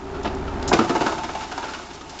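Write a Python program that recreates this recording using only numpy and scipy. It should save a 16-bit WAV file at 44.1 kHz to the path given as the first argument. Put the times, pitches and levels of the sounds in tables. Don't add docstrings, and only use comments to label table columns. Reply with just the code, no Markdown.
import sys
import numpy as np
from scipy import signal
from scipy.fft import rfft, irfft
from scipy.io import wavfile

SR = 44100
rng = np.random.default_rng(int(sys.argv[2]) if len(sys.argv) > 2 else 0)


def wrap_up_sound(samples):
    columns = np.atleast_2d(samples).T
    tamed = np.clip(columns, -1, 1)
    steps = np.round(tamed * 32767).astype(np.int16)
    wavfile.write(sys.argv[1], SR, steps)


N = 97020


def amp(db):
    return 10 ** (np.asarray(db) / 20)


def unit(x):
    return x / np.sqrt(np.mean(x ** 2) + 1e-20)


def curve(points):
    return np.interp(np.arange(N) / SR, *np.transpose(points))


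def add(mix, start_s, sound):
    part = mix[round(start_s * SR):][:len(sound)]
    part += sound[:len(part)]


def colour(x, spectrum, peaks=(), size=8192):
    hz = np.fft.rfftfreq(size, 1 / SR)
    point_hz, point_db = np.transpose(spectrum)
    db = np.interp(np.log(hz + 1), np.log(point_hz), point_db)
    db += sum(boost / (1 + (2 * (hz - centre) / width) ** 2) for centre, width, boost in peaks)
    cepstrum = irfft(np.log(amp(db)))
    cepstrum[1:size // 2] *= 2
    cepstrum[size // 2 + 1:] = 0
    impulse = irfft(np.exp(rfft(cepstrum)))[:size // 2]
    return signal.fftconvolve(x, impulse)[:len(x)]


def band(x, hz, kind, order=3):
    return signal.sosfilt(signal.butter(order, hz, kind, fs=SR, output="sos"), x)


def snaps(n, per_s, spread_db=0):
    size = amp(spread_db * np.minimum(rng.exponential(1, n), 3))
    return size * rng.choice([-1., 1.], n) * (rng.random(n) < per_s / SR)


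def burst(t, attack_s, length_s, decay_s):
    return np.minimum(t / attack_s, 1) * np.exp(-np.maximum(t - length_s, 0) / decay_s)


# time in seconds, share of free-running speed.
SPEED = [(0, 1), (.72, 1), (1.15, .972), (2.2, .992)]
DISC_TONES = {1: -47, 2: -41.5, 3: -47, 8: -50, 15: -45}
ENGINE_TONES = {3: -38.5, 4: -42.5, 9: -48, 11: -47, 16.5: -45.5, 35.5: -49}
# frequency in Hz, relative level in dB.
CLATTER_SPECTRUM = [(25, -26.5), (60, -31.5), (105, -4.5), (150, 1.5), (200, -3.5), (265, 0.5), (335, -2),
                    (395, 7.5), (470, -9.5), (580, -6.5), (680, -3.5), (900, -3.5), (1050, -9.5),
                    (1300, -9), (1900, -17), (4000, -27.5), (7300, -34), (8100, -52.5)]
# time in seconds, gain in dB.
HUM_GAIN = [(0, -8), (.2, -0.5), (.5, 4), (.73, 3), (.82, -9.5), (1.3, -8.5), (1.8, -14), (2.2, -14.5)]
CLATTER_GAIN = [(0, -5), (.2, -.5), (.5, .5), (.72, 5), (.84, -1.5), (1.3, -7.5), (1.8, -12), (2.2, -11)]

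def drive(free_disc_hz=18.7, free_crank_hz=23.35):
    run_s = np.cumsum(curve(SPEED)) / SR
    hum = np.zeros(N)
    for shaft_hz, tones in (free_disc_hz, DISC_TONES), (free_crank_hz, ENGINE_TONES):
        for multiple, db in tones.items():
            waver = 1 + 0.04 * unit(band(rng.standard_normal(N), 14, "low", order=2))
            cycles = multiple * shaft_hz * run_s + rng.random()
            hum += np.sqrt(2) * amp(db) * waver * np.sin(2 * np.pi * cycles)
    firing = 1 + 0.2 * np.cos(2 * np.pi * 3 * free_crank_hz * run_s)
    clatter = unit(colour(rng.standard_normal(N) * firing, CLATTER_SPECTRUM))
    return hum * amp(curve(HUM_GAIN)) + clatter * amp(curve(CLATTER_GAIN) - 31.5)


# time in seconds, level in dB.
WALL_LEVEL = [(.75, -54), (1.0, -42), (1.12, -31), (1.3, -43), (1.37, -36), (1.44, -37), (1.49, -52),
              (2.2, -54)]

def hopper_wall(centre_hz=878, width_hz=30):
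    edges_hz = [centre_hz - width_hz / 2, centre_hz + width_hz / 2]
    return amp(curve(WALL_LEVEL)) * unit(band(rng.standard_normal(N), edges_hz, "band", order=2))


# centre in Hz, width in Hz, boost in dB.
PANEL_MODES = [(260.4, 21, 3.2), (334.5, 58, 8.7), (433, 19, 3), (560, 22, 2), (708.4, 61, 5.5),
               (888, 43, 6), (1271, 73, 3.3), (2200, 120, 3.2), (2673, 120, 4.4), (2895, 70, 6),
               (3630, 180, 2.5), (5170, 70, 5.5)]

def steel_panels(x, spectrum, extra_modes=()):
    return colour(x, spectrum, [*PANEL_MODES, *extra_modes])


# time in seconds, level in dB.
CHIP_LEVEL = [(0, -50), (.7, -53), (.76, -32), (.86, -35.5), (1.1, -32), (1.2, -38), (1.42, -36.5),
              (1.49, -39), (1.72, -36), (1.87, -41.5), (2.03, -44), (2.2, -39.5)]
# frequency in Hz, relative level in dB.
CHIP_SPECTRUM = [(80, -19), (160, -4.5), (290, 1.5), (500, -5), (850, 4), (1400, -1.5), (1900, -4.5),
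                 (5000, -8.5), (7300, -10), (8100, -28.5)]

def chips():
    hits = snaps(N, per_s=3500)
    return amp(curve(CHIP_LEVEL)) * unit(steel_panels(hits, CHIP_SPECTRUM))


def echoes(x, gain_db, low_t60_s=0.25, high_t60_s=0.31, split_hz=1590):
    t = np.arange(SR // 4) / SR
    taps = snaps(len(t), per_s=5000) * (t > 0.004)
    low = taps * amp(-60 * t / low_t60_s)
    high = taps * amp(-60 * t / high_t60_s)
    tail = band(low, split_hz, "low") + amp(-5) * band(high, split_hz, "high")
    return x + amp(gain_db) * signal.fftconvolve(x, tail / np.linalg.norm(low))[:len(x)]


# start in seconds, level in dB before echoes, length in seconds, centre in Hz.
SCRAPES = [(0.231, -42, 0.0077, 4500), (.348, -40.5, 0.0026, 6040), (.626, -34, .004, 3470),
           (.676, -28.5, 0.018, 6150), (1.931, -45.5, 0.03, 4370), (2.094, -42, 0.016, 5760),
           (2.189, -36, 0.016, 3500)]

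def scraping():
    out = np.zeros(N)
    t = np.arange(SR // 5) / SR
    for start_s, db, length_s, centre_hz in SCRAPES:
        hump = [(hz, -7.5 * np.log2(hz / centre_hz) ** 2) for hz in np.geomspace(300, 7400, num=12)]
        grit = snaps(len(t), per_s=9000, spread_db=3)
        rasp = unit(colour(grit, hump + [(8200, -27)]))
        rasp *= burst(t, attack_s=0.0015, length_s=length_s, decay_s=0.0022)
        add(out, start_s, amp(db) * echoes(rasp, gain_db=-2.5))
    return out


# frequency in Hz, relative level in dB.
HOUSING_SPECTRUM = [(40, -21), (110, -12.5), (250, -0.5), (520, -5.5), (1000, -5), (1500, -7.5),
                    (1900, -14.5), (4000, -16.5), (7300, -22), (8100, -44)]

def strike(thud_db, knock_db, crack_db, length_s, wood_hz):
    impact_s, thud_top_hz, knock_top_hz = 0.004, 542, 1870
    wood_width_hz, wood_boost_db = 182, 8
    t = np.arange(SR // 4) / SR
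    force = snaps(len(t), per_s=5000, spread_db=3.5)
    force *= burst(t, attack_s=0.005, length_s=length_s, decay_s=0.0071)
    force[round(impact_s * SR)] += amp(-11.5) * np.linalg.norm(force)
    wood_mode = (wood_hz, wood_width_hz, wood_boost_db)
    body = steel_panels(echoes(force, gain_db=-3.5), HOUSING_SPECTRUM, [wood_mode])
    thud = band(body, thud_top_hz, "low", order=4)
    knock = band(body, [thud_top_hz, knock_top_hz], "band", order=4)
    crack = band(body, knock_top_hz, "high", order=5)
    trimmed = [(thud, thud_db - 4.6), (knock, knock_db - 4.69), (crack, crack_db - 1.75)]
    return sum(amp(db) * part / np.std(part[t < 0.025]) for part, db in trimmed)


# start in seconds, thud, knock and crack in dB before trim, length in seconds, wood ring in Hz.
BUMPS = [(0.142, -35, -35.5, -44, 0.021, 1420), (0.244, -25.5, -23, -31.5, 0.02, 717),
         (0.27, -29.5, -33.5, -35, 0.0046, 680), (0.475, -34, -32, -42, .008, 1300),
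         (0.713, -20.5, -15, -43, .005, 940), (0.806, -17.5, -25, -35, 0.015, 594),
         (1.085, -32.5, -28, -50, 0.016, 900)]

def log_bumps(top_hz=4140):
    out = np.zeros(N)
    for start_s, *hit in BUMPS:
        add(out, start_s, band(strike(*hit), top_hz, "low", order=2))
    return out


# start in seconds, thud, knock and crack in dB before trim, cut in seconds, wood ring in Hz.
BITES = [(.726, -10, -19, -19.5, 0.014, 1190), (.787, -11.5, -14, -28, 0.0056, 1260),
         (.841, -27, -28.5, -39.5, 0.0099, 857), (.891, -16.5, -20.5, -31, 0.016, 1270),
         (.948, -18.5, -17, -31.5, 0.016, 882), (1.005, -19, -19.5, -31, 0.017, 880),
         (1.061, -20, -17.5, -30, 0.009, 1296), (1.12, -25.5, -25, -39.5, 0.0041, 884),
         (1.177, -31.5, -27, -38.5, 0.01, 905), (1.231, -32.5, -26, -35, 0.018, 915),
         (1.287, -38, -27.5, -39.5, 0.015, 1270), (1.348, -45, -24.5, -38.5, 0.0093, 798),
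         (1.405, -47, -32, -37.5, 0.039, 866), (1.512, -41.5, -28, -36.5, 0.013, 1436),
         (1.575, -36.5, -24.5, -37, 0.0047, 840), (1.625, -41, -27, -38.5, 0.023, 1310),
         (1.681, -39, -32, -41, 0.015, 1360), (1.733, -46, -31, -35.5, 0.021, 1415),
         (1.788, -41, -36, -46, 0.008, 1400), (1.902, -43, -39, -44, 0.013, 875),
         (2.007, -39, -39, -45.5, 0.0073, 1150)]

def knife_bites():
    out = np.zeros(N)
    for start_s, *hit in BITES:
        add(out, start_s, strike(*hit))
    return out


def scene():
    return (drive() + knife_bites() + log_bumps() + scraping() + chips() + hopper_wall())[None]


def record(dry, ceiling=0.88, cutoff_hz=8800):
    clipped = ceiling * np.tanh(dry / ceiling)
    lowpass = signal.firwin(301, cutoff_hz, window=("kaiser", 9), fs=SR)
    return signal.oaconvolve(clipped, lowpass[None], "same")


dry = scene()
out = record(dry)
wrap_up_sound(out)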